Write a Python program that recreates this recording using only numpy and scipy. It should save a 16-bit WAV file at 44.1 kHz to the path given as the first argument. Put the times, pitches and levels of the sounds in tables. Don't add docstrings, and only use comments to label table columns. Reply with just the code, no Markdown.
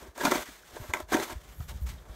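import sys
import numpy as np
from scipy import signal
from scipy.fft import rfft, irfft
from scipy.io import wavfile
from scipy.ndimage import uniform_filter1d

SR = 44100
rng = np.random.default_rng(int(sys.argv[2]) if len(sys.argv) > 2 else 0)


def wav_record(signal):
    frames = np.transpose(np.atleast_2d(signal))
    bounded = np.clip(frames, -1, 1)
    quanta = np.round(bounded * 32767).astype(np.int16)
    wavfile.write(sys.argv[1], SR, quanta)


def to_linear_factor(level_db):
    exponent = np.asarray(level_db, float) / 20
    return 10 ** exponent


N = 94815

# time in seconds, sliding level in dB, load on the blade in dB.
LIFT = [(0, -50.5, 0.5), (.03, -53.5, 3.5), (.085, -58, 4), (.14, -72.5, -20)]
FIRST_PUSH = [(0.155, -49.5, 0), (0.162, -46.5, 0), (.21, -38.5, 0), (0.261, -30.5, 0), (0.302, -38, 0),
              (0.313, -28.5, 0), (0.338, -34.5, 0), (0.353, -30.5, 0), (0.428, -41.5, 0)]
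SLIDE_OFF = [(.448, -51.5, -26.5), (.48, -47, -23), (.56, -51, -34), (0.609, -56, -17), (.72, -54, -2)]
DRAG_BACK = [(0.761, -46.5, 2), (.79, -50.5, 3), (0.838, -47, 0), (0.874, -51.5, -5.5), (0.9, -43.5, 2),
             (0.926, -59, 6.5), (0.942, -42.5, 4.5), (1.013, -49.5, 0), (1.074, -72, -2)]
SECOND_PUSH = [(1.09, -48.5, -0.5), (1.108, -48, 0), (1.127, -33, 5), (1.147, -32.5, -4.5),
               (1.16, -38.5, 5.5), (1.222, -37.5, -1.5), (1.233, -30.5, -3), (1.267, -46.5, -1),
               (1.324, -41.5, -1)]
BOOT_STEPS = [
    [(1.35, -56, -8.5), (1.39, -59.5, -23), (1.5, -54, -13), (1.58, -60.5, -10), (1.63, -53.5, -26),
     (1.672, -63, -24), (1.692, -42, -8.5), (1.71, -47.5, -0.5), (1.735, -55, -2)],
    [(1.76, -53.5, -18.5), (1.82, -61.5, -21), (1.85, -68, -22), (1.864, -46.5, -11), (1.885, -46.5, -13),
     (1.905, -47.5, -31), (1.95, -58.5, -4), (2.05, -65.5, 4), (2.15, -56, -4)],
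]
# start in seconds, edge level in dB,
# scoop in dB above the edge, crack in dB above the edge, scoop pitch in Hz.
KNOCKS = [(0.028, -50, -22, 6, 338), (0.177, -32, -7, 0, 282), (.209, -20, -9.5, -20, 400),
          (0.233, -21.5, -2.5, -29, 305), (0.2503, -12, -0.5, -1.5, 275), (0.268, -18, -9.5, -32.5, 316),
          (.278, -21.5, 4.5, -20, 237), (0.3178, -11, 0, -25, 350), (.354, -19, 0, -9, 300),
          (0.487, -47, 10.5, 2, 285), (0.764, -29, -2.5, -14, 423), (0.895, -37, 0, -16, 350),
          (0.946, -21, -12.5, -18, 360), (1.001, -27, -2.5, -3, 341), (1.120, -21.5, 4, -15, 363),
          (1.133, -15, -10, -28, 364), (1.146, -15, 7, -30, 315), (1.1676, -20.5, -18, -4.5, 340),
          (1.198, -23, -2, -7, 378), (1.225, -26, -1, -23, 400), (1.298, -30, -6, -10, 361),
          (1.604, -43, -4, 0, 250)]
# frequency in Hz, level in dB, t60 in seconds.
SCOOP_MODES = [(250, -6, 0.087), (326, -0.5, 0.073), (400, 7, 0.024)]
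EDGE_MODES = [(519, -9.5, 0.088), (606.7, 1, 0.068), (716.5, 1, 0.054), (902, -3, 0.081),
              (990.6, -2, 0.088), (1100, -0.5, 0.038), (1361, 1, 0.034), (1588, -1, 0.048),
              (1846, 4, 0.014), (1937, 4, 0.013), (2350, -10.5, 0.053), (3402, -10, 0.029)]
# frequency in Hz, level in dB per Hz.
SLUSH_SPECTRUM = [(300, -37), (700, -6), (1500, -2.5), (2200, -3.5), (4000, -12), (8000, -14), (16000, -21)]
# start in seconds, peak in dB, frequency in Hz, fade in seconds.
PUFFS = [(0.014, -42, 60.6, 0.025), (0.081, -36.5, 61, 0.019), (0.732, -38, 58, 0.011),
         (0.799, -28, 105, 0.0094), (0.814, -30, 54, 0.013), (0.889, -27, 76, 0.016),
         (1.019, -37.5, 76.5, 0.028), (1.326, -31, 71, 0.0085), (1.353, -28, 67.4, 0.023),
         (1.585, -30, 71.6, 0.043), (1.6, -24, 102, 0.01), (1.685, -35, 69, 0.02), (1.726, -32, 69.6, 0.03),
         (1.752, -31, 55, 0.013), (1.783, -38, 70, 0.025), (1.815, -20.5, 72.6, 0.014),
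         (1.828, -19.5, 61, 0.034), (1.924, -28.5, 76.6, 0.0097), (2.031, -56, 72.4, .013),
         (2.094, -29, 57, 0.024)]
# frequency in Hz, level in dB per Hz.
WIND_SPECTRUM = [(20, -40), (50, 7), (80, -12), (150, -9), (250, -22), (600, -51)]
FLOOR_SPECTRUM = [(150, -3.5), (400, 5.5), (1700, -5.5), (2600, -23), (6000, -21.5), (16000, -30)]
# frequency in Hz, level in dB, t60 in seconds.
JOINT_MODES = [(996, 2, 0.035), (1330, -4, 0.024), (1540, -7.5, 0.029), (2055, 1.5, 0.027),
               (2440, -11, 0.019), (2970, -7, 0.02), (3600, -15.5, .01), (6930, -2, 0.0038)]
# centre in seconds, half-length in seconds, level in dB, frequency in Hz, t60 in seconds.
RUBS = [
    (0.474, 0.016, -47.5, 1930, 0.0074),
    (0.835, .06, -62, 12800, .002),
    (.905, 0.023, -64, 6750, .003),
    (1.6, 0.081, -60, 12400, 0.00074),
    (1.83, 0.024, -57.5, 12900, 0.00045),
    (1.986, 0.01, -59, 3330, 0.0029),
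    (2.137, 0.024, -62, 3350, 0.0037),
]
# frequency in Hz, level in dB.
MIC_RESPONSE = [(2200, -1.5), (2700, -2.5), (3500, 3), (5000, 0.5), (6300, 3.5), (9000, 1), (12500, 4.5),
                (15000, 1.5)]
# start in seconds, peak in dB, frequency in Hz, fade in seconds.
PEBBLES = [(.161, -36, 990, 0.003), (.166, -42, 1320, .004), (.178, -33, 1620, .004),
           (.206, -25.5, 1647, 0.014), (.2105, -35, 4850, 0.0027), (.229, -47, 6300, 0.0025),
           (0.2523, -17, 4430, 0.0014), (.253, -15.5, 2400, 0.0041), (.257, -29, 6500, 0.0036),
           (.269, -20, 1420, 0.0058), (.314, -31, 5330, 0.0051), (.315, -30, 6170, 0.0056),
           (.3175, -19, 688, 0.011), (.317, -20.5, 2044, 0.0066), (.348, -34, 6100, 0.0056),
           (.348, -25, 2260, 0.0047), (.355, -33, 4440, 0.0074), (.369, -28, 2090, 0.0039),
           (.378, -37, 3490, 0.0054), (.386, -43, 650, 0.0064), (.411, -36, 1330, 0.0045),
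           (.428, -41, 1010, 0.0055), (.634, -39, 1470, 0.0017), (.969, -26, 1100, .004),
           (.97, -28, 2050, 0.0035), (1.088, -42, 970, 0.0035), (1.1175, -34.5, 3350, .004),
           (1.12, -23, 763, 0.011), (1.1325, -13.5, 1537, 0.0026), (1.1325, -28, 6350, 0.0024),
           (1.175, -41, 730, .012), (1.142, -27, 6020, 0.0043), (1.142, -22.5, 3280, 0.0024),
           (1.143, -12.5, 1775, 0.0028), (1.147, -21, 735, .012), (1.1676, -24.5, 2440, 0.0034),
           (1.1986, -34, 4060, .004), (1.2, -24.5, 2050, 0.0031), (1.203, -37, 6300, 0.0036),
           (1.297, -31, 918, 0.005), (1.299, -35, 1300, 0.0041), (1.605, -36, 1280, 0.0037),
           (1.604, -40, 3220, 0.00094), (.252, -21, 687, .008)]


def level(x, db):
    return x * to_linear_factor(db) / np.sqrt(np.mean(x ** 2))


def through(x, response):
    return signal.fftconvolve(x, response / np.sqrt(np.sum(response ** 2)))[:N]


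def colour(x, points):
    p, size = np.array(points, float), 8192
    hz = np.maximum(np.arange(size // 2 + 1) * SR / size, 1)
    log_gain = np.interp(np.log(hz), np.log(p[:, 0]), p[:, 1]) * np.log(10) / 20
    cepstrum = irfft(log_gain)
    cepstrum[1:size // 2] *= 2
    cepstrum[size // 2 + 1:] = 0
    return through(x, irfft(np.exp(rfft(cepstrum))))


def ring(x, modes):
    t = np.arange(SR // 4) / SR
    response = 0
    for k, (hz, db, t60) in enumerate(modes):
        response = response + (-1) ** k * to_linear_factor(db - 60 * t / t60) * np.sin(2 * np.pi * hz * t)
    return through(x, response)


def walk(rate):
    hold = int(SR / rate)
    steps = rng.standard_normal(4000)[:N // hold + 1]
    return uniform_filter1d(np.repeat(steps, hold)[:N], hold // 2)


def pulse(age, rise, fade):
    return (1 - np.exp(-age / rise)) * np.exp(-age / fade)


def distant_floor():
    noise = colour(rng.standard_normal(N), [(60, -39), *FLOOR_SPECTRUM])
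    return to_linear_factor(-57.5 + 2 * walk(5.83)) * noise


def blade_edge(x):
    bend = np.clip(walk(25), -1, 1)
    shares = np.sqrt([np.maximum(-bend, 0), 1 - np.abs(bend), np.maximum(bend, 0)])
    out = 0
    for k, share in zip((-1, 0, 1), shares):
        tuning = [1 + 0.03 * k, 1, 1]
        out = out + ring(x * share, np.array(EDGE_MODES) * tuning)
    return out


def scrape(t):
    grit_per_s, grit_spread_db, judder_db, judder_per_s = 3000, 2, 2.5, 60
    rows = np.vstack([LIFT, FIRST_PUSH, SLIDE_OFF, DRAG_BACK, SECOND_PUSH, *BOOT_STEPS])
    slide = to_linear_factor(np.interp(t, rows[:, 0], rows[:, 1]))
    load = to_linear_factor(np.interp(t, rows[:, 0], rows[:, 2]))
    struck = rng.random(N) < grit_per_s / SR
    size = to_linear_factor(grit_spread_db * np.minimum(rng.exponential(size=N), 4.5))
    ticks = level(struck * size * np.sign(rng.standard_normal(N)), 0)
    grit = ticks * slide * to_linear_factor(judder_db * walk(judder_per_s))
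    slosh = rng.standard_normal(N) * slide * to_linear_factor(2.34 * walk(90))
    hiss = colour(0.42 * grit + 0.8 * slosh, SLUSH_SPECTRUM)
    scoop = ring(grit * load ** 2, SCOOP_MODES)
    return hiss + to_linear_factor(-1.5) * blade_edge(grit * load) + to_linear_factor(-4) * scoop


def wind(t):
    start, peak_db, hz, fade = np.array(PUFFS, float).T[:, :, None]
    age = np.maximum(t - start, 0) / fade
    env = 1.24 * (1 - np.exp(-age / 0.39)) * np.exp(-age ** 1.8 / 1.2)
    cycles = hz * fade * age * (1 + 0.13 * np.exp(-age))
    puffs = (to_linear_factor(peak_db) * env * np.cos(2 * np.pi * cycles)).sum(0)
    gust_db = np.interp(t, [0, 1.3, 1.8, 2.15], [-6.5, -1, 16.0, 1.5]) + 3 * walk(20.88)
    return puffs + to_linear_factor(-54 + gust_db) * colour(rng.standard_normal(N), WIND_SPECTRUM)


def knocks(t):
    start, edge_db, scoop_db, crack_db, scoop_hz = np.array(KNOCKS, float).T[:, :, None]
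    age = np.maximum(t - start, 0)
    env = pulse(age, 0.00045, 0.004) * to_linear_factor(edge_db)
    chatter, crackle = rng.standard_normal((2, N))
    blow = env * (chatter + 2.2 * (age / 0.0003 < 1))
    boom = to_linear_factor(edge_db + scoop_db) * pulse(age, 0.0022, 0.0057) * np.sin(2 * np.pi * scoop_hz * age)
    band = signal.butter(1, [2500, 11000], "band", fs=SR, output="sos")
    crack = signal.sosfilt(band, crackle * (env * to_linear_factor(crack_db)).sum(0))
    return to_linear_factor(-3.0) * blade_edge(blow.sum(0)) + to_linear_factor(4.5) * boom.sum(0) + to_linear_factor(-5) * crack


def pebbles(t):
    start, peak_db, hz, fade = np.array(PEBBLES, float).T[:, :, None]
    age = np.maximum(t - start, 0)
    env = to_linear_factor(peak_db) * pulse(age, 0.0006, fade)
    wander = np.array([walk(700) for _ in PEBBLES])
    rough = 0.6 * np.minimum(hz / 3000, 1) * wander
    return (env * np.sin(2 * np.pi * hz * age + rough)).sum(0)


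def rubs(t):
    out = 0
    for centre, half, db, hz, t60 in RUBS:
        swell = to_linear_factor(db) * np.exp(-((t - centre) / half) ** 2)
        out = out + ring(rng.standard_normal(N) * swell, [(hz, 0, t60)])
    return out


def handle_snap(t):
    age = np.maximum(t - 0.936, 0)
    blow = rng.standard_normal(N) + 0.88 * (age / 0.0003 < 1)
    snap = pulse(age, 0.00061, 0.0017) * blow * to_linear_factor(-5)
    return ring(snap, JOINT_MODES) + to_linear_factor(-22) * np.gradient(snap)


def yard_echo(shovel, t):
    t60_s, tail_t = 0.095, t[:SR // 3]
    tail = rng.standard_normal(SR // 3) * to_linear_factor(-60 * tail_t / t60_s) * (tail_t > 0.006)
    return to_linear_factor(-12.5) * through(shovel, tail)


def scene():
    t = np.arange(N) / SR
    shovel = scrape(t) + knocks(t) + pebbles(t) + rubs(t) + handle_snap(t)
    return (distant_floor() + shovel + yard_echo(shovel, t) + wind(t))[None]


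def band_limit(x):
    return signal.sosfilt(signal.butter(12, 16810, fs=SR, output="sos"), x)


def record(dry):
    dip_hz, dip_width_hz, dip_share, top_hz = 10500, 1000, 0.54, 15720
    port = colour(dry[0], MIC_RESPONSE)
    b, a = signal.iirpeak(dip_hz, dip_hz / dip_width_hz, fs=SR)
    port = port - dip_share * signal.lfilter(b, a, port)
    top_cut = signal.ellip(12, 0.2, 70, top_hz, fs=SR, output="sos")
    mix = signal.sosfilt(top_cut, port)[None]
    return band_limit(mix)


dry = scene()
out = record(dry)
wav_record(out)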